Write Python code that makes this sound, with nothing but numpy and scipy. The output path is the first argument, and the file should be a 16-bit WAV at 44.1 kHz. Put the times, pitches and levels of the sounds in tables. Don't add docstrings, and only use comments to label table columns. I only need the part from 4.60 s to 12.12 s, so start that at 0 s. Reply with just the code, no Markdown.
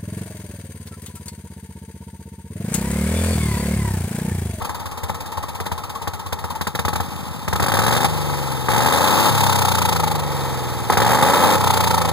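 import sys
import numpy as np
from scipy import signal
from scipy.fft import rfft, irfft, next_fast_len
from scipy.io import wavfile
from scipy.ndimage import uniform_filter1d

SR = 44100
rng = np.random.default_rng(int(sys.argv[2]) if len(sys.argv) > 2 else 0)


def transcribe(u):
    v = np.clip(np.atleast_2d(u).T, -1, 1)
    q = np.round(v * 32767).astype(np.int16)
    wavfile.write(sys.argv[1], SR, q)


N = 331632
TIME_S = np.arange(N) / SR
FFT_SIZE = next_fast_len(N + 8192)
FREQS_HZ = np.arange(FFT_SIZE // 2 + 1) * SR / FFT_SIZE
NEAR_PORT = np.array([[1], [0]])

# frequency in Hz, relative density in dB per Hz.
AIR_COLOUR = [(20, 4), (45, -17), (90, 12), (250, -46), (2000, -34), (15000, -70)]
# frequency in Hz, gain.
FAR_GAIN = [(100, 0.71), (900, 0.65), (3000, 0.28), (9000, 0.75), (12500, 0)]
# frequency in Hz, likeness 0-1.
FAR_LIKENESS = [(90, 0.96), (250, 0.73), (500, 0.77), (900, 0.93), (2000, 0.73), (3700, 0.054),
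                (6000, 0.24), (12000, 0.038)]
# time in seconds, place (0 by the pipe mouth, 1 under the cart).
MICROPHONE_MOVE = [(5.25, 0.014), (5.7, 0.73)]
# delay in seconds, level in dB.
ECHOES = [(.0008, -17), (.0019, -20), (.0034, -22), (.0058, -21), (.0093, -22)]
# frequency in Hz, relative density in dB per Hz.
PIPE_COLOUR = [(60, -59), (150, 3.5), (300, -7), (420, -8.5), (530, -5.5), (680, -9), (870, -1.5),
               (1080, -3), (1300, -6), (1480, -21), (1850, -11.5), (2700, -28.5), (5000, -43), (15000, -99)]
# frequency in Hz, relative density in dB per Hz.
JET_COLOUR = [(500, 1), (1500, 5), (2800, 2.5), (3700, 6), (4000, 2.5), (4300, 3.5), (5500, -1), (7000, -1),
              (8000, -1.5), (9500, -1), (12000, -2.5), (15500, -4)]
# frequency in Hz, width in Hz, relative level in dB.
PIPE_MODES = [(465, 33, -4), (840, 70, -1.5), (1304, 77, -6)]
# time in seconds, four-stroke cycles per s.
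IDLE_SPEED = [(0.0, 10.107), (0.3, 8.495), (0.6, 8.88), (0.9, 8.676), (1.2, 8.552), (1.45, 8.291),
              (1.7, 7.704), (1.92, 9.372), (2.08, 6.902), (2.3, 12.376), (2.55, 13.873), (2.85, 11.474),
              (3.0, 14.732)]
# opening in seconds, shutting in seconds, top speed in cycles per s,
# easing of the climb 0-1, drag afterwards per s, afterburn in seconds, bark strength in dB.
REVS = [(3.0, 3.46, 26.087, .416, .532, 0, -.7), (4.085, 4.7, 36.218, .087, .572, .95, 0),
        (6.3, 6.96, 31.987, .337, .433, .72, 1.6)]
# place in the cycle 0-1, relative level in dB.
IDLE_BEATS = [(.0, 37.5), (0.478, 38)]
PULLING_BEATS = [(.0, 4), (0.257, -1.5), (0.631, 2)]
COASTING_GULPS = [(-.04, 5), (0.27, -13.5), (0.658, 1)]
MISFIRES_S = [3.388, 6.35]
# frequency in Hz, level of each in dB.
COAST_TONES = [(150, -60), (200, -50), (270, -52), (345, -40), (400, -49), (480, -41), (540, -41),
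               (660, -56)]
PULL_TONES = [(170, -57), (230, -34.5), (300, -35), (370, -40), (445, -48), (560, -34), (660, -51),
              (760, -49)]
# lowest pitch in Hz, highest pitch in Hz, width in Hz, level in dB.
PUFF_COLOURS = [(860, 1200, 90, -29), (1480, 2100, 200, -46), (3180, 8000, 650, -47.5)]
# start in seconds, level in dB, pitch in Hz.
RINGING_PUFFS = [(0.011, -26, 1100), (.208, -30, 915), (.318, -30, 1100), (.778, -25, 883),
                 (.834, -25, 1090), (.886, -29, 920), (1.06, -34, 900), (1.178, -24.5, 1080),
                 (1.24, -28, 960), (1.355, -20.5, 1104), (1.414, -21.5, 912), (1.595, -27, 916),
                 (1.66, -27, 1090), (1.784, -30, 910), (1.902, -25, 930), (1.957, -23.5, 904)]
# frequency in Hz, level in dB.
POP_MODES = [(880, -12.5), (1250, -23)]
# start in seconds, relative level in dB, hiss against bark in dB, boom of the pipe in relative dB.
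BANGS = [(0.018, -13, -10, 33), (0.049, -15.5, -6.5, 18), (0.094, -12, -27, 33), (0.432, -14.5, -6, 32),
         (0.496, -6, -16, 31), (0.773, -17, -15, 31), (0.837, -17, -23, 20), (1.002, -7, -16.5, 29),
         (1.062, -11.5, -7.5, 19), (1.116, -9.5, -11, 33), (1.473, -7, -11.5, 31), (1.725, -6, -10.5, 34),
         (1.84, -13, -16, 28), (2.01, -7, -9.5, 33), (2.069, -5, -9.5, 29), (2.15, -4.5, -10.5, 31),
         (2.19, -6, -8, 35), (2.2496, -6.5, -9.5, 41), (2.281, -3.5, -12, 28), (2.33, -10, -8, 31),
         (2.356, -6.5, -9, 35), (2.401, -6.5, -12, 39), (2.879, -4.5, -12, 38), (2.928, -3, -12.5, 38),
         (2.956, -8, -7, 39), (2.998, -2, -13, 35), (3.058, -25, -4, 19), (3.697, -10, -19, 15),
         (3.737, -10, -16, 15), (3.783, -14, -13, 15), (3.915, -11, -9.5, 15), (4.085, 2, -20, 21),
         (6.299, 1.5, -15.5, 21)]

CUTOFF_HZ, AIR_DB = 15450, -39.5
CASING_HZ, CASING_WIDTH_HZ, CASING_DB = 358, 134, -18
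HOLLOW_HZ, HOLLOW_WIDTH_HZ, HOLLOW_DB = 490, 220, -11
START_PHASE_CYCLES, REST_CYCLES_PER_S = .59, 7.266
REFERENCE_CYCLES_PER_S, IDLE_REFERENCE_CYCLES_PER_S = 30, 8.6
IDLE_ENDS_S, IDLE_FADE_S, OPEN_S, SHUT_S = 2.01, 0.094, 0.031, 0.015
SHUT_PULL = 0.17
IDLE_DB, PULLING_DB, COASTING_DB = (-35, -37, -41), (-19.5, -21, -26.5), (-26, -30.5, -21.5)
IDLE_DOUBLING_DB, PULLING_DOUBLING_DB = (11, 9, -16), (2.5, 4.5, -7)
COASTING_DOUBLING_DB, AFTERBURN_DB = (7.5, 7, 8), (2, 6, 1.5)
TONES_DOUBLING_DB = 8.5
IDLE_UNEVEN_DB, IDLE_JITTER_S = 2, .0022
PUFF_SWELL_S, CRACKLE_PER_S, CRACKLE_DB = 0.0052, 36, -26
RUSH_BED, RUSH_SLOW, RUSH_FAST, SHOCK = .18, .74, .34, 0.15
THROAT_HZ, THROAT_WIDTH_HZ, THROAT_DB = 533, 31, 11.5
PULL_THUMP, PULL_THUMP_HZ = 0.82, (73, 138)
CRACK_HZ, RETURN_HZ, RETURN_S, RETURN_DB = (556, 1850), (396, 920), 0.00268, 1.5
FIRING_CRACK_DB, BANG_CRACK_DB, BANG_FRONT_DB = 11, 17, -6
BANG_RISE_S, BANG_TAIL = .00037, .05
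COAST_REPEAT, PULL_REPEAT, JET_REPEAT = .92, .72, .55
AFTERBURN_RISE_S, AFTERBURN_FADE_S = 0.12, 0.39
CHUFF_QUIET, CHUFF_BURNING, BARK_CHUFF, AFTERBURN_CHURN = 0.15, 2.1, .9, .4
GULP_UNEVEN_DB = 1
SLOW_GULP, SLOW_GULP_HZ, SLOW_GULP_DB = [(.43, 0)], (169, 249), 0
POP_DELAY_S, POP_SPIT_S, POP_SWELL_S, SPIT_SWELL_S = .0106, .0042, .0021, .0019
POP_CRACK_DB, SPIT_DB = -5.5, -24.5
POP_PITCH_EXPONENT = 0.074
# (engine order, dB against the thump, resonance Hz)
COAST_DRONE, PULL_DRONE = (6, -2.5, 150), (5, -3.5, 120)
DRONE_ONSET, DRONE_OCTAVES = 2.6, .55
TONE_WAVER_DB, TONE_WAVER_S = 1, .06


def from_db(db):
    return 10 ** (np.asarray(db) / 20)


def in_time(rows):
    s, *columns = np.transpose(rows)
    return [np.interp(TIME_S, s, column) for column in columns]


def over_hz(points):
    hz, value = np.transpose(points)
    return np.interp(np.log(FREQS_HZ + 1), np.log(hz), value)


def ramp(start_s, length_s):
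    return np.clip((TIME_S - start_s) / length_s, 0, 1)


def later(x, delay_s):
    return np.interp(TIME_S - delay_s, TIME_S, x, left=0)


def colour(x, spectrum):
    gain = from_db(over_hz(spectrum))
    cepstrum = irfft(np.log(gain / np.sqrt(np.mean(gain ** 2))), FFT_SIZE)
    cepstrum[1:FFT_SIZE // 2] *= 2
    cepstrum[FFT_SIZE // 2 + 1:] = 0
    response = np.exp(rfft(cepstrum))
    return irfft(rfft(x, FFT_SIZE) * response, FFT_SIZE)[..., :N]


def resonance(x, hz, width_hz):
    r = np.exp(-np.pi * width_hz / SR)
    zeros = np.array([1, 0, -1]) * (1 - r * r) / 2
    poles = [1, -2 * r * np.cos(2 * np.pi * hz / SR), r * r]
    return signal.lfilter(zeros, poles, x + 1e-18)


def band(x, edges_hz, order=2):
    return signal.sosfilt(signal.butter(order, edges_hz, "band", fs=SR, output="sos"), x + 1e-18)


def fade(x, decay_s):
    return signal.lfilter([1], [1, -np.exp(-1 / (decay_s * SR))], x + 1e-18)


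def even(x, size=5000):
    power = np.atleast_2d(x)[0] ** 2
    smooth = uniform_filter1d(uniform_filter1d(power, size), size)
    return x / np.sqrt(np.abs(smooth) + 1e-12)


def swells(clicks, peak_s):
    last = np.maximum.accumulate(np.where(clicks > 0, np.arange(N), 0))
    age_s = TIME_S - TIME_S[last]
    return clicks[last] * age_s / peak_s * np.exp(1 - age_s / peak_s), age_s, last


def waver(size=200):
    steps = rng.standard_normal(2 * size)
    return from_db(TONE_WAVER_DB * np.interp(TIME_S / TONE_WAVER_S, np.arange(len(steps)), steps))


def beats(crank, pattern, uneven_db, jitter_s):
    clicks, cycles = np.zeros(N), np.arange(256)
    for place, db in pattern:
        chance = rng.standard_normal((len(cycles), 2))
        s = np.interp(cycles + place, crank, TIME_S, left=-1, right=-1) + jitter_s * chance[:, 0]
        heard = (s > 0) & (s < TIME_S[-1])
        clicks[(s[heard] * SR).astype(int)] += from_db(db + uneven_db * chance[heard, 1])
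    return clicks


def turbulence(crank, repeat, count=1400):
    repeat = np.clip(repeat, 0, 1)
    spectrum = np.exp(2j * np.pi * rng.random((2, count // 2 + 1)))
    cycle = irfft(spectrum, count) * np.sqrt(count)
    locked = cycle[:, (crank % 1 * count).astype(int)] * np.sqrt(np.gradient(crank) * count)
    return np.sqrt(repeat) * locked + np.sqrt(1 - repeat) * rng.standard_normal((2, N))


def ports(sound, lag_s, size=16):
    near, stray = rfft(sound, FFT_SIZE)
    gain, alike = over_hz(FAR_GAIN), np.clip(over_hz(FAR_LIKENESS), 0, 1)
    travel = 2 * np.pi * FREQS_HZ * lag_s
    cross = 2 * np.pi * FREQS_HZ * size / SR
    far = gain * (alike * np.exp(-1j * travel) * near + np.sqrt(1 - alike ** 2) * stray)
    pair = np.array([near, far]) - np.exp(-1j * cross) * np.array([far, near])
    power = 1 + gain ** 2 - 2 * gain * alike * np.cos(cross) * np.cos(travel)
    return irfft(pair / np.sqrt(power + 1e-3), FFT_SIZE)[:, :N]


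def outdoor_air():
    rumble = colour(rng.standard_normal((2, N)), AIR_COLOUR)
    return from_db(AIR_DB) * ports(rumble, lag_s=0)


def engine_speed():
    speed, = in_time(IDLE_SPEED)
    for opens, shuts, top, easing, drag, _, _ in REVS:
        start, way = speed[int(opens * SR)], ramp(opens, shuts - opens)
        climb = start + (top - start) * way * (1 + easing * (1 - way))
        run_down = np.exp(-drag * np.maximum(TIME_S - shuts, 0))
        revved = REST_CYCLES_PER_S + (climb - REST_CYCLES_PER_S) * run_down
        speed = np.where(TIME_S > opens, revved, speed)
    return speed


def casing():
    whirr = turbulence(np.cumsum(engine_speed()) / SR, repeat=0.21)
    ringing = resonance(whirr, CASING_HZ, CASING_WIDTH_HZ)
    return from_db(CASING_DB) * resonance(ringing, CASING_HZ, 2 * CASING_WIDTH_HZ)


def hollow(exhaust):
    return from_db(HOLLOW_DB) * resonance(exhaust, HOLLOW_HZ, HOLLOW_WIDTH_HZ)


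def echoed(x):
    paths = 1 + sum(from_db(db) * np.exp(-2j * np.pi * FREQS_HZ * late_s) for late_s, db in ECHOES)
    return irfft(rfft(x, FFT_SIZE) * paths / np.sqrt(np.mean(abs(paths) ** 2)), FFT_SIZE)[..., :N]


def jet_hiss(x):
    return echoed(colour(x, JET_COLOUR))


def pipe(x):
    x = colour(x, PIPE_COLOUR)
    return x + sum(from_db(db + 3.5) * resonance(x, hz, width) for hz, width, db in PIPE_MODES)


def throat(x):
    return resonance(resonance(x, THROAT_HZ, THROAT_WIDTH_HZ), THROAT_HZ, 3 * THROAT_WIDTH_HZ)


def boom(clicks, hz=84, width_hz=22):
    return resonance(resonance(clicks, hz, width_hz), hz, 3 * width_hz)


def thump(clicks, low_hz=72, high_hz=165):
    slug = band(-clicks, [low_hz, high_hz])
    return signal.sosfilt(signal.butter(4, 62, "high", fs=SR, output="sos"), slug)


def crack(clicks):
    returned = later(band(clicks, RETURN_HZ), RETURN_S) * from_db(RETURN_DB)
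    return returned - band(clicks, CRACK_HZ, order=3)


def chuff(crank, depth, place, width):
    return even(1 + depth * np.exp((np.cos(2 * np.pi * (crank - place)) - 1) / width))


def drone(crank, speed, order, db, hz):
    nearness = np.exp(-.5 * (np.log2(order * speed / hz) / DRONE_OCTAVES) ** 2)
    return from_db(db) * nearness * waver() * np.sqrt(2) * np.cos(2 * np.pi * order * crank)


def overtones(crank, speed, spectrum):
    hz, db = np.transpose(spectrum)
    tones = 0
    for order in range(7, 26):
        gain = np.interp(order * speed, hz, from_db(db), left=0, right=0)
        tones = tones + gain * waver() * np.cos(2 * np.pi * (order * crank + rng.random()))
    return np.sqrt(2) * tones * from_db(TONES_DOUBLING_DB * np.log2(speed / REFERENCE_CYCLES_PER_S))


def ringing_puffs(swell_s=0.0048, count=2600):
    out, age_s = np.zeros(N), np.arange(count) / SR
    swell = age_s / swell_s * np.exp(1 - age_s / swell_s)
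    for s, db, hz in RINGING_PUFFS:
        at = int(s * SR)
        out[at:at + count] += from_db(db) * swell * np.sin(2 * np.pi * (hz * age_s + rng.random()))
    return out * NEAR_PORT


def sputter(putts):
    swell, age_s, last = swells(putts / putts.max(), PUFF_SWELL_S)
    out = 0
    for low_hz, high_hz, width_hz, db in PUFF_COLOURS:
        hz = low_hz * (high_hz / low_hz) ** rng.random(N)[last]
        decay_s = 1 / (np.pi * width_hz)
        flutter = fade(fade(rng.standard_normal(N), decay_s), decay_s)
        whistle = np.sqrt(2) * np.sin(2 * np.pi * hz * age_s)
        out = out + from_db(db) * swell * flutter / flutter.std() * whistle
    ticks = (rng.random(N) < CRACKLE_PER_S / SR) * rng.standard_normal(N)
    return (out + from_db(CRACKLE_DB) * colour(ticks, JET_COLOUR)) * NEAR_PORT


def afterfire(crank, speed, burning):
    sparks = np.sqrt(burning) * beats(crank, [(0.00037, 0)], uneven_db=GULP_UNEVEN_DB, jitter_s=0)
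    swell, age_s, _ = swells(sparks, POP_SWELL_S)
    warmth = (speed / REFERENCE_CYCLES_PER_S) ** POP_PITCH_EXPONENT
    ring = swell * sum(from_db(db) * np.sin(2 * np.pi * hz * warmth * age_s) for hz, db in POP_MODES)
    pop = later(ring + from_db(POP_CRACK_DB) * pipe(sparks), POP_DELAY_S)
    spit = later(swells(sparks, SPIT_SWELL_S)[0], POP_DELAY_S + POP_SPIT_S)
    spray = from_db(SPIT_DB) * spit * turbulence(crank, repeat=JET_REPEAT)
    return pop * NEAR_PORT + colour(spray, JET_COLOUR)


def bangs(ring_s=0.0076, hiss_s=0.0076, count=4000):
    gas, jet, front, shove = np.zeros((4, N))
    age_s = np.arange(count) / SR
    for s, db, hiss_db, boom_db in BANGS:
        at, rise_s = int(s * SR), BANG_RISE_S * from_db(-1.8 * (db + 8.0))
        decay = np.exp(-age_s / ring_s) + BANG_TAIL * np.exp(-age_s / 0.097)
        swell = (1 - np.exp(-(age_s / rise_s) ** 2)) * decay
        gas[at:at + count] += from_db(db - 13.0) * swell / swell.max()
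        jet_swell = (1 - np.exp(-(age_s / (rise_s + 0.0029)) ** 2)) * np.exp(-age_s / hiss_s)
        jet[at:at + count] += from_db(db + hiss_db - 0.5) * jet_swell
        front[at] += from_db(db)
        shove[at] += from_db(boom_db)
    noise = rng.standard_normal((2, 2, N))
    wave = crack(from_db(BANG_CRACK_DB) * front) - pipe(from_db(BANG_FRONT_DB) * front)
    wave += thump(from_db(20.5) * front) + boom(shove)
    return pipe(gas * noise[0]) + jet_hiss(jet * noise[1]) + wave * NEAR_PORT


def running_state():
    idling = 1 - ramp(IDLE_ENDS_S, IDLE_FADE_S)
    opened = burning = 0
    for opens, shuts, _, _, _, burn_s, _ in REVS:
        opened = opened + ramp(opens, OPEN_S) - ramp(shuts - SHUT_S / 3, SHUT_S)
        dying = ramp(shuts + burn_s - AFTERBURN_FADE_S, AFTERBURN_FADE_S)
        burning = burning + ramp(shuts - SHUT_S, AFTERBURN_RISE_S) * (1 - dying)
    coasting = 1 - idling - opened
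    return np.clip([idling, opened, coasting, burning * coasting], 0, 1)


def exhaust_levels(speed, idling, opened, coasting, burning):
    doublings = np.log2(speed / REFERENCE_CYCLES_PER_S)
    idle_doublings = np.log2(speed / IDLE_REFERENCE_CYCLES_PER_S)
    levels = np.outer(IDLE_DB, idling) + np.outer(IDLE_DOUBLING_DB, idling * idle_doublings)
    levels += np.outer(PULLING_DB, opened) + np.outer(PULLING_DOUBLING_DB, opened * doublings)
    levels += np.outer(COASTING_DB, coasting) + np.outer(COASTING_DOUBLING_DB, coasting * doublings)
    bark_db, hiss_db, thump_db = levels + np.outer(AFTERBURN_DB, burning)
    strength_db = 0
    for opens, *_, db in REVS:
        strength_db = np.where(TIME_S > opens, db, strength_db)
    return bark_db + strength_db, hiss_db, thump_db


def idle_putts(crank, putts):
    puff = even(fade(fade(fade(putts, 0.00039), 0.0059), 0.0066))
    bark = even(puff + 3.9) * turbulence(crank, repeat=0.1)
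    low = 1.8 * even(boom(putts)) + 0.064 * even(thump(putts))
    return bark, even(puff + 0.65), low


def coasting_chuffs(crank, fused, burning):
    depth = CHUFF_QUIET + CHUFF_BURNING * burning / (0.043 + fused) ** 3
    churn = turbulence(crank, repeat=COAST_REPEAT * (1 - AFTERBURN_CHURN * burning))
    bark = chuff(crank, BARK_CHUFF * depth, place=0.44, width=0.36) * churn
    jet = chuff(crank, 6 * depth, place=0.51, width=0.55)
    gulps = beats(crank, COASTING_GULPS, uneven_db=GULP_UNEVEN_DB, jitter_s=0)
    slow_gulps = beats(crank, SLOW_GULP, uneven_db=GULP_UNEVEN_DB, jitter_s=0)
    low = even(thump(gulps, low_hz=68.0, high_hz=175.0))
    low += from_db(SLOW_GULP_DB) * np.exp(-10 * fused) * even(band(slow_gulps, SLOW_GULP_HZ))
    return bark, jet, low


def pulling_cracks(crank, fused, opened):
    burns = 1 - sum(np.exp(-((TIME_S - s) / .008) ** 2) for s in MISFIRES_S)
    firings = burns * beats(crank, PULLING_BEATS, uneven_db=2.5, jitter_s=0.00028)
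    rush = even(even(fade(fade(firings, 0.00071), 0.0085)) + RUSH_BED + .5 * fused)
    shock = even(np.sqrt(np.abs(firings))) / (1 + fused)
    strength = RUSH_SLOW + RUSH_FAST * np.minimum(fused, 1)
    roar = strength * rush * turbulence(crank, repeat=PULL_REPEAT) - SHOCK * opened * shock * NEAR_PORT
    jet = even(even(fade(fade(firings, 0.0034), 0.0043)) + 0.3 + 0.2 * fused)
    low = PULL_THUMP * even(thump(firings, *PULL_THUMP_HZ))
    return roar, jet, low, shock


def engine():
    speed = engine_speed()
    crank = START_PHASE_CYCLES + np.cumsum(speed) / SR
    idling, opened, coasting, burning = running_state()
    bark_db, hiss_db, thump_db = exhaust_levels(speed, idling, opened, coasting, burning)
    shares = [idling, opened + SHUT_PULL * coasting, (1 - SHUT_PULL) * coasting]
    idle, pull, coast = np.sqrt(np.clip(shares, 0, 1))
    fused = (speed / REFERENCE_CYCLES_PER_S) ** 3

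    putts = beats(crank, IDLE_BEATS, uneven_db=IDLE_UNEVEN_DB, jitter_s=IDLE_JITTER_S)
    idle_bark, idle_jet, idle_low = idle_putts(crank, putts)
    pull_roar, pull_jet, pull_low, shock = pulling_cracks(crank, fused, opened)
    coast_bark, coast_jet, coast_low = coasting_chuffs(crank, fused, burning)

    roar = pull * pull_roar
    bark = idle * idle_bark + roar + coast * coast_bark
    body = pipe(bark * from_db(bark_db)) + throat(roar) * from_db(bark_db + THROAT_DB)
    jet = idle * idle_jet + pull * pull_jet + coast * coast_jet
    torn = turbulence(crank, repeat=JET_REPEAT * np.minimum(fused, 1))
    hiss = jet_hiss(jet * from_db(hiss_db) * torn)
    low = idle * idle_low + opened * pull_low + coast * coast_low
    drones = coast * drone(crank, speed, *COAST_DRONE) - opened * drone(crank, speed, *PULL_DRONE)
    low += np.minimum(DRONE_ONSET * fused, 1) * drones
    tones = coasting * overtones(crank, speed, COAST_TONES) + opened * overtones(crank, speed, PULL_TONES)
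    cracks = crack(opened * shock * from_db(bark_db + FIRING_CRACK_DB))
    flow = body + hiss + (low * from_db(thump_db) + tones + cracks) * NEAR_PORT
    return flow + idle * sputter(putts) + afterfire(crank, speed, burning)


def scene():
    air = outdoor_air()
    exhaust = engine() + bangs() + ringing_puffs()
    moved, = np.clip(in_time(MICROPHONE_MOVE), 0, 1)
    beside = ports(exhaust, lag_s=0.0002)
    under = ports(exhaust + hollow(exhaust) + casing(), lag_s=-0.000011)
    return (1 - moved) * beside + moved * under + air


def record(dry):
    rounded = dry / (1 + dry ** 6) ** (1 / 6)
    return signal.sosfilt(signal.ellip(10, .1, 80, CUTOFF_HZ, fs=SR, output="sos"), rounded)


dry = scene()
out = record(dry)
transcribe(out)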